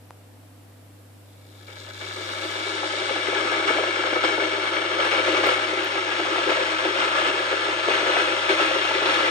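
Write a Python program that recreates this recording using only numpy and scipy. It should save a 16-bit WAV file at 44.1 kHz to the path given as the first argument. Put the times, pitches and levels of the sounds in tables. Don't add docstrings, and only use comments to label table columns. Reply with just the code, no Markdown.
import sys
import numpy as np
from scipy import signal
from scipy.fft import rfft, irfft, next_fast_len
from scipy.io import wavfile
from scipy.ndimage import map_coordinates

SR = 44100
rng = np.random.default_rng(int(sys.argv[2]) if len(sys.argv) > 2 else 0)


def log_audio(samples):
    frames = np.atleast_2d(samples).T
    limited = np.clip(frames, -1, 1)
    pcm = np.round(limited * 32767).astype(np.int16)
    wavfile.write(sys.argv[1], SR, pcm)


N = 410130
TIME_S = np.arange(N) / SR


def amp(db):
    return 10 ** (np.asarray(db) / 20)


def unit(x):
    return x / np.sqrt(np.mean(x ** 2) + 1e-20)


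def at_hz(rows, hz):
    knots_hz, values = np.transpose(rows)
    return np.interp(np.log(hz + 1), np.log(knots_hz + 1), values)


def at_time(rows, t):
    return np.interp(t, *np.transpose(rows))


def wobble(knots_per_s, t):
    return map_coordinates(rng.standard_normal(4096), [t * knots_per_s], mode="mirror")


def filtered(x, response):
    size = next_fast_len(N + SR // 2)
    return irfft(rfft(x, size) * response(np.fft.rfftfreq(size, 1 / SR)), size)[..., :N]


def noise(spectrum_db, likeness):
    def mid_side_gains(hz):
        angle = np.arccos(at_hz(likeness, hz)) / 2
        return amp(at_hz(spectrum_db, hz)) * [np.cos(angle), np.sin(angle)]
    mid, side = filtered(rng.standard_normal((2, N)), mid_side_gains)
    return unit(np.array([mid + side, mid - side]))


# frequency in Hz, relative density in dB.
AIR_SPECTRUM_DB = [(76, -33), (130, -5), (220, -3.5), (255, 4), (305, 0), (350, -3), (420, -4.5),
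                   (500, -3.5), (640, -3), (1000, -9.5), (2400, -14.5), (5800, -20), (9500, -34),
                   (14500, -73)]
# frequency in Hz, left-right likeness 0-1.
AIR_LIKENESS = [(60, 0.87), (240, 0.73), (950, 0.2), (3770, 0.04), (15000, 0.01)]


def room_air(level_db):
    return amp(level_db) * noise(AIR_SPECTRUM_DB, AIR_LIKENESS)


# time in seconds, level in dB.
HISS_LEVEL_DB = [(0, -60.5), (1.9, -59), (2.5, -55), (3.2, -80.5), (9.3, -93)]
# frequency in Hz, relative density in dB.
HISS_SPECTRUM_DB = [(5000, -41), (7000, -2), (9500, -1.5), (10500, -1), (14500, -3)]


def hiss():
    return amp(at_time(HISS_LEVEL_DB, TIME_S)) * noise(HISS_SPECTRUM_DB, likeness=[(100, 0.0037)])


# time in seconds, level in dB.
HUM_LEVEL_DB = [(0.1, -50), (1.26, -49.5), (2.08, -46), (2.79, -50), (4.84, -51.5), (5.42, -47.5),
                (5.8, -52.5), (8.84, -52.5), (9.2, -51)]
# harmonic number, relative level in dB.
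HUM_HARMONICS = [(1, -1), (2, -36), (3, -14), (5, -18)]


def mains_hum(hz):
    tone = sum(amp(db) * np.sin(2 * np.pi * (k * hz * TIME_S + rng.random())) for k, db in HUM_HARMONICS)
    return amp(at_time(HUM_LEVEL_DB, TIME_S)) * unit(tone)


# frequency in Hz, relative density in dB.
WORKTOP_SPECTRUM_DB = [(20, -16.5), (40, -3), (70, 2), (130, 3), (170, 8.5), (210, -6.5), (255, 15),
                       (290, 0), (340, -31), (600, -86.5)]


def worktop_rumble(floor_db, shake_db):
    boil_db, _, _ = boiling(TIME_S)
    gain = np.hypot(amp(floor_db), amp(boil_db + shake_db))
    return gain * noise(WORKTOP_SPECTRUM_DB, likeness=[(100, 0.37)])


# start in seconds, level in dB, pitch in Hz, t60 in seconds.
DRY_TICKS = [(0.1075, -25.5, 930, 0.0049), (5.47, -25.5, 12000, .002), (5.846, -32.5, 12300, 0.002)]


def ticks(spray_db, spray_t60_s):
    out, t = np.zeros(N + SR), np.arange(SR // 20) / SR
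    for start_s, db, hz, t60_s in DRY_TICKS:
        spray = amp(spray_db - 60 * t / spray_t60_s) * wobble(hz / 4, t)
        envelope = amp(db) * (amp(-60 * t / t60_s) + spray)
        out[round(start_s * SR):][:len(t)] += envelope * np.cos(2 * np.pi * hz * t - np.pi / 4)
    return out[:N]


# time in seconds, share of the plate bubbling 0-1.
BUBBLING_SHARE = [(1.7, .16), (2, .28), (2.5, .6), (3.2, 1)]


def collapses(per_s, spread_db, start_s=1.1):
    t = np.sort(rng.uniform(start_s, (N - 1) / SR, int(per_s * N / SR)))
    size = amp(spread_db * np.clip(rng.standard_normal(len(t)), -3, 2.3))
    alive = rng.random(len(t)) < at_time(BUBBLING_SHARE, t)
    return t[alive], size[alive]


def knocks(t, push, level_db):
    sparsity = 1 / at_time(BUBBLING_SHARE, t)
    gap_samples = (t[-1] - t[0]) * SR * sparsity / sparsity.sum()
    impulses = unit(push) * rng.choice([-1, 1], len(t)) * np.sqrt(gap_samples)
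    return np.bincount((t * SR).astype(int), impulses * amp(level_db), N)


def ring(drive, hz, width_hz, left_db, right_db, lead_rad):
    section = np.concatenate(signal.iirpeak(hz, hz / width_hz, SR))
    left = signal.sosfilt([section, section], drive) * np.sqrt(2 * SR / (np.pi * width_hz))
    lag_samples = round(lead_rad / (2 * np.pi * hz) * SR)
    right = np.take(left, np.arange(left.shape[-1]) - lag_samples, axis=-1, mode="clip")
    return np.array([amp(left_db) * left, amp(right_db) * right])


# time in seconds, drive level in dB.
SINGING_DRIVE_DB = [(1.1, -82), (1.35, -69.5), (1.55, -62.5), (1.7, -53), (1.95, -49.3), (2.05, -45),
                    (2.4, -41.5), (3, -40.5), (4.2, -53), (6, -52), (9.3, -49)]
# frequency in Hz, width in Hz, left gain in dB, right gain in dB, left lead in radians.
PLATE_MODES = [(376, 71, 0, -5.5, 0.36), (551, 110, -3, -6.5, 1), (1310, 69, -9, -12, -0.6),
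               (1690, 90, -14, -17, -0.5), (2270, 75, -8.5, -16, 0), (2750, 70, -16, -14.5, 1.5),
               (3490, 170, -3, -2.5, 0.2), (3747, 180, -4.5, -4, 0.6), (3960, 700, 3, -0.5, -2),
               (4550, 290, -11, -15, 0.5), (5010, 400, -4.5, -13, 1.5), (5640, 420, -9, -7.5, -1.5),
               (7150, 2800, -4.5, -9, 1.5), (9040, 900, -13.5, -31, 0)]


def singing(per_s, spread_db):
    t, size = collapses(per_s, spread_db)
    drive_db = at_time(SINGING_DRIVE_DB, t)
    return sum(ring(knocks(t, size, drive_db), *mode) for mode in PLATE_MODES)


# time in seconds, drive level in dB.
SIMMER_DRIVE_DB = [(1.2, -82), (1.5, -64), (1.665, -56.5), (1.685, -49), (1.99, -45), (2.015, -39.5),
                   (2.19, -39.5), (2.23, -36), (2.7, -31.5), (3.35, -27), (4.4, -27), (4.9, -28),
                   (5.55, -26), (5.85, -27.5), (6.6, -26), (7.8, -26.5), (9.3, -23.5)]
# start in seconds, hold in seconds, lift in dB.
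BUBBLE_SWARMS = [(3.671, 0.03, 5), (4.233, 0.017, 6.5), (4.98, 0.071, 4.5), (5.106, 0.1, 4),
                 (5.262, 0.12, 4), (5.429, 0.086, 4), (6.342, 0.027, 1), (6.486, 0.035, 3),
                 (6.976, 0.043, 4), (7.141, 0.12, 3), (7.873, 0.093, 4), (8.06, 0.045, 3),
                 (8.164, 0.04, 2.5), (8.488, 0.033, 4), (8.582, 0.04, 4), (9.048, 0.11, 3)]


def boiling(t, settled_db=-26, attack_s=0.0053, release_s=0.048):
    swarm_db = 0
    for start_s, hold_s, lift_db in BUBBLE_SWARMS:
        rise = np.clip((t - start_s) / attack_s, 0, 1)
        fall = np.exp(-np.maximum(t - start_s - hold_s, 0) / release_s)
        swarm_db += lift_db * rise * fall
    steady_db = at_time(SIMMER_DRIVE_DB, t)
    growth_db = steady_db - settled_db
    bass_db = 0.12 * growth_db - 0.15 * swarm_db
    treble_db = -0.18 * growth_db - 0.32 * swarm_db
    return steady_db + swarm_db, bass_db, treble_db


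# frequency in Hz, width in Hz, left gain in dB, right gain in dB, left lead in radians.
KETTLE_MODES = [(319, 17, -15, -16, -0.5), (350, 62.4, -11, -12.5, 0), (392.08, 43, -11, -16.5, 0.07),
                (500.2, 46, -13.5, -18.5, 1.0), (537, 53, -8.5, -13.5, 1.0), (588, 68, -17.5, -20.5, 0.4),
                (630.4, 44, -12.5, -16.5, 0.56), (681, 63, -19.5, -21.5, 0.55), (825, 95, -15, -14, 1.44),
                (909, 250, -10.5, -17.5, 0.5), (1130, 250, -15, -7.5, 3), (1211, 120, -9.5, -23.5, -2),
                (1291.5, 28, -12.5, -14.5, 2), (1311, 58, -16.5, -8.5, 3), (1350, 174, -8, -12.5, 0.5),
                (1476, 36, -16, -24, -1.5), (1509, 180, -6, -11.5, -2.5), (1653.5, 99, -9, -15, -1.1),
                (1729, 120, -12.5, -12.5, -1), (1927, 170, -19, -10.5, -3), (2021, 82, -13, -28.5, 0.4),
                (2078, 69, -12, -29, 2.1), (2196, 87, -8.5, -23.5, 4), (2270, 82, -8.5, -14.5, 0.82),
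                (2500, 280, -9, -14.5, 1.7), (2763, 116, -12, -17, 1), (2875, 370, -10, -17, 1),
                (3152, 195, -8, -21, 2), (3368, 240, -9.5, -24.5, 2), (3530, 360, -16, -16, -0.5),
                (3794, 400, -21.5, -12.5, -1.65), (4140, 810, -12, -22, 1.7), (4520, 300, -20.5, -25, 1),
                (5200, 520, -20, -24.5, 1), (5660, 490, -21, -23.5, 2), (6446, 1900, -23, -23, 1.3),
                (7910, 820, -24.5, -40, 4), (9730, 1540, -26, -53, 2)]
# time in seconds, lift in dB before weighting.
LOW_RING_DB = [(1.7, -5), (2.4, 0), (3.3, 1.8), (4.4, 1), (5, 0.5), (5.7, 3), (6.5, -0.5), (7, -0.8),
               (9.3, -1)]
# time in seconds, lift in dB before weighting.
MID_RING_DB = [(2, 2), (3.3, 1.5), (4.8, 2), (5.4, 0), (6.2, -0.8), (9.3, -2)]


def simmer(per_s, spread_db, clump_db, clumps_per_s, corner_hz, gain_db):
    t, size = collapses(per_s, spread_db)
    size *= amp(clump_db * wobble(clumps_per_s, t))
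    level_db, bass_db, treble_db = boiling(t)
    bass_db += 2.05 * wobble(30, t)
    low_db, mid_db = at_time(LOW_RING_DB, t), at_time(MID_RING_DB, t)
    mid_weights = [(1400, -0.14), (1650, 0.48), (1930, -1.1), (2050, 0.17),
                   (2200, 1.3), (2300, 1.3), (2500, -1.1), (2900, 0.021)]
    out = np.zeros((2, N))
    for hz, *mode in KETTLE_MODES:
        colour_db = at_hz([(400, 1.0), (620, 0.12), (1100, 0.0054)], hz) * (bass_db - 0.5)
        colour_db += at_hz([(1900, 0.27), (3400, 0.51)], hz) * (treble_db + 0.46)
        colour_db += at_hz(mid_weights, hz) * mid_db
        colour_db += at_hz([(420, 0.87), (480, 0.011)], hz) * low_db
        push = size / np.hypot(1, hz * size / corner_hz)
        ringing = ring(knocks(t, push, level_db + colour_db + gain_db), hz, *mode)
        out += cloud_drift(ringing) if 1400 < hz < 3000 else ringing
    return out


def cloud_drift(x, start_s=4.44, swing_s_per_s=0.0001, bends_per_s=9):
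    t = TIME_S[::128]
    delay_s = swing_s_per_s * np.maximum(t - start_s, 0) * wobble(bends_per_s, t)
    bent_s = TIME_S - np.interp(TIME_S, t, delay_s)
    return np.array([np.interp(bent_s, TIME_S, side) for side in x])


def dry_knock(cycles, crest_cycles=0.56, sharp_share=0.17, pan_db=3):
    age = cycles / crest_cycles
    extra_turns = 2 * sharp_share * crest_cycles * (1 - np.exp(-age / 2))
    turns = cycles + extra_turns + rng.random((len(cycles), 1))
    knock = age * np.exp(-age) * np.sin(2 * np.pi * turns)
    return knock * amp([pan_db, -pan_db])[:, None, None]


# start in seconds, relative level in dB, pitch in Hz, dry knock's share of the power 0-1.
BUBBLE_POPS = [(1.610, -58, 1700, .2), (1.682, -49, 2200, 0), (1.684, -51.5, 420, 0),
               (1.701, -54, 2250, .1), (1.767, -52, 2120, 0.1), (1.866, -55, 1350, .3),
               (1.907, -52, 1310, 0.1), (1.951, -51, 2200, .2), (2.012, -44, 1400, .2),
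               (2.11, -41, 1340, 0.2), (2.206, -43, 520, 0), (2.31, -49, 400, .2), (2.335, -37, 1300, .2),
               (2.449, -36.5, 380, 0), (2.553, -39, 357, .2), (2.662, -35, 374, 0.16),
               (2.832, -33.5, 560, 0.3), (2.935, -33, 540.3, .2), (3.093, -33, 700, .3),
               (3.108, -31, 403, 0.3), (3.158, -33.5, 760, .3), (3.27, -31.5, 2200, 0.2),
               (3.281, -29, 420, 0.01), (3.325, -32, 440, 0.2), (3.448, -30, 360.2, 0.05),
               (3.521, -31.5, 597, 0.49), (3.691, -32, 1300, .3), (3.701, -25.5, 427, 0.3),
               (3.764, -33, 520, 0.6), (3.784, -29, 680, 0.5), (3.791, -29.5, 397, 0.2),
               (3.837, -31.5, 660, 0.5), (4.036, -29, 560.3, 0), (4.069, -30, 700, 0.1),
               (4.128, -28.5, 414, 0.24), (4.162, -29, 490, 0.1), (4.239, -27.5, 570, .7),
               (4.246, -29, 420, 0.56), (4.248, -29, 1300, .15), (4.379, -28, 500, .4),
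               (4.579, -32.5, 463.3, 0.19), (4.646, -40, 819.4, 0.3), (4.672, -33, 1280, .2),
               (4.766, -37, 476, 0.5), (4.768, -30, 2200, 0.3), (4.818, -31.5, 670, 0.1),
               (4.99, -30, 550, 0.45), (5.005, -32, 517, 0.5), (5.049, -35, 660, 0.5),
               (5.128, -30, 560, 0.55), (5.196, -31, 560, 0.3), (5.279, -28.5, 560, 0.3),
               (5.347, -34, 760, 0.31), (5.437, -27, 630, 0.36), (5.468, -26.5, 540, 0.6),
               (5.488, -25, 760, 0), (5.583, -36, 760, 0.7), (5.732, -33.5, 540, 0.5),
               (5.774, -37, 495.8, .6), (5.822, -41, 600, .6), (5.953, -34, 580, 0.2),
               (6.199, -32, 620, 0.4), (6.252, -35, 660, 0.7), (6.357, -32.5, 764, 0.3),
               (6.384, -33, 640, .7), (6.494, -26.5, 419.7, 0.26), (6.517, -31, 557, 0.4),
               (6.851, -32.5, 596, 0.2), (6.987, -31, 700.4, 0), (7.156, -31, 1050, 0.2),
               (7.189, -33, 660, 0.6), (7.217, -32, 720, 0.2), (7.251, -33.5, 580, 0.4),
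               (7.526, -30, 480, 0), (7.683, -32, 480, 0.1), (7.727, -31, 500.2, 0.2),
               (7.884, -24.5, 480, 0.75), (7.905, -29, 450, .2), (7.955, -38, 360, 0.3),
               (8.025, -33, 440, 0.5), (8.066, -29, 500, .3), (8.11, -32, 760, 0.3),
               (8.167, -25.5, 620, 0.6), (8.168, -29, 1700, 0.2), (8.492, -28.5, 2200, 0.16),
               (8.498, -36, 1290, .2), (8.525, -36, 560, 0.1), (8.597, -26.5, 600, 0.3),
               (8.709, -30, 700, .4), (8.85, -30.5, 700, 0.2), (8.91, -28.5, 749.4, 0.29),
               (9.02, -28, 450, 0.1), (9.089, -26, 900, 0.3), (9.202, -29, 400, 0.1)]


def pops(t60_cycles, pitch_q, damping_hz, highpass_hz, top_mode_hz, gain_db):
    out, t = np.zeros((2, N + SR)), np.arange(SR // 16) / SR
    starts_s, level_db, pitch_hz, dry_share = np.transpose(BUBBLE_POPS)
    cycles = t * pitch_hz[:, None]
    rebounds = amp(-60 * cycles / t60_cycles)
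    body = 0
    for hz, width_hz, *stereo in KETTLE_MODES:
        if hz < top_mode_hz:
            coupling = 1 / np.hypot(1, pitch_q * (hz / pitch_hz - pitch_hz / hz))
            drive = coupling[:, None] * rebounds * rng.standard_normal(rebounds.shape)
            body += ring(drive, hz, width_hz + damping_hz, *stereo)
    highpass = signal.butter(4, highpass_hz, "highpass", fs=SR, output="sos")
    body, knock = signal.sosfilt(highpass, [body, dry_knock(cycles)])
    for i, start_s in enumerate(starts_s):
        pop = np.sqrt(dry_share[i]) * unit(knock[:, i]) + np.sqrt(1 - dry_share[i]) * unit(body[:, i])
        out[:, round(start_s * SR):][:, :len(t)] += amp(level_db[i] + gain_db) * unit(pop)
    return out[:, :N]


# frequency in Hz, gain in dB.
KETTLE_WALL_DB = [(8550, 0), (8800, -3.5), (9000, -0.5), (9900, 0.5), (10500, -29.5)]


def kettle_wall(x):
    return filtered(x, lambda hz: amp(at_hz(KETTLE_WALL_DB, hz)))


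# frequency in Hz, t60 in seconds.
KITCHEN_T60_S = [(200, 0.28), (2000, 0.17), (10000, 0.23)]
# frequency in Hz, wet-to-dry ratio in dB.
KITCHEN_WET_DB = [(300, -19), (1000, -10), (2500, -13.5), (4000, -12), (8000, 0.5)]


def kitchen(x):
    wet, hop = np.zeros((2, N + 2 * SR)), SR // 2
    padded, fade = np.pad(x, [(0, 0), (0, SR)]), signal.windows.cosine(2 * hop)
    for start in range(0, N, hop):
        hz, t, spectra = signal.stft(rng.standard_normal((2, SR // 6)), SR, nperseg=256)
        decay = amp(-60 * t / at_hz(KITCHEN_T60_S, hz)[:, None])
        _, tail = signal.istft(spectra * decay, SR, nperseg=256)
        block = fade * padded[:, start:start + 2 * hop]
        echo = signal.fftconvolve(block, tail / np.linalg.norm(tail[0]), axes=1)
        wet[:, start:start + echo.shape[1]] += echo
    mix = x + filtered(wet[:, :N], lambda hz: amp(at_hz(KITCHEN_WET_DB, hz)))
    return filtered(mix, lambda hz: 1 / np.hypot(1, amp(at_hz(KITCHEN_WET_DB, hz))))


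def scene():
    water = singing(per_s=2600, spread_db=2.5)
    water += simmer(per_s=4500, spread_db=6.5, clump_db=1.5, clumps_per_s=60,
                    corner_hz=2940, gain_db=-0.04)
    water += pops(t60_cycles=12.8, pitch_q=1.6, damping_hz=32, highpass_hz=265,
                  top_mode_hz=2400, gain_db=-2.04)
    foreground = kitchen(kettle_wall(water)) + ticks(spray_db=-18.5, spray_t60_s=0.035)
    drone = mains_hum(hz=100) + worktop_rumble(floor_db=-63, shake_db=-32.5)
    return foreground + drone + hiss() + room_air(level_db=-54)


def record(dry):
    return filtered(dry, lambda hz: hz < 14600)


dry = scene()
out = record(dry)
log_audio(out)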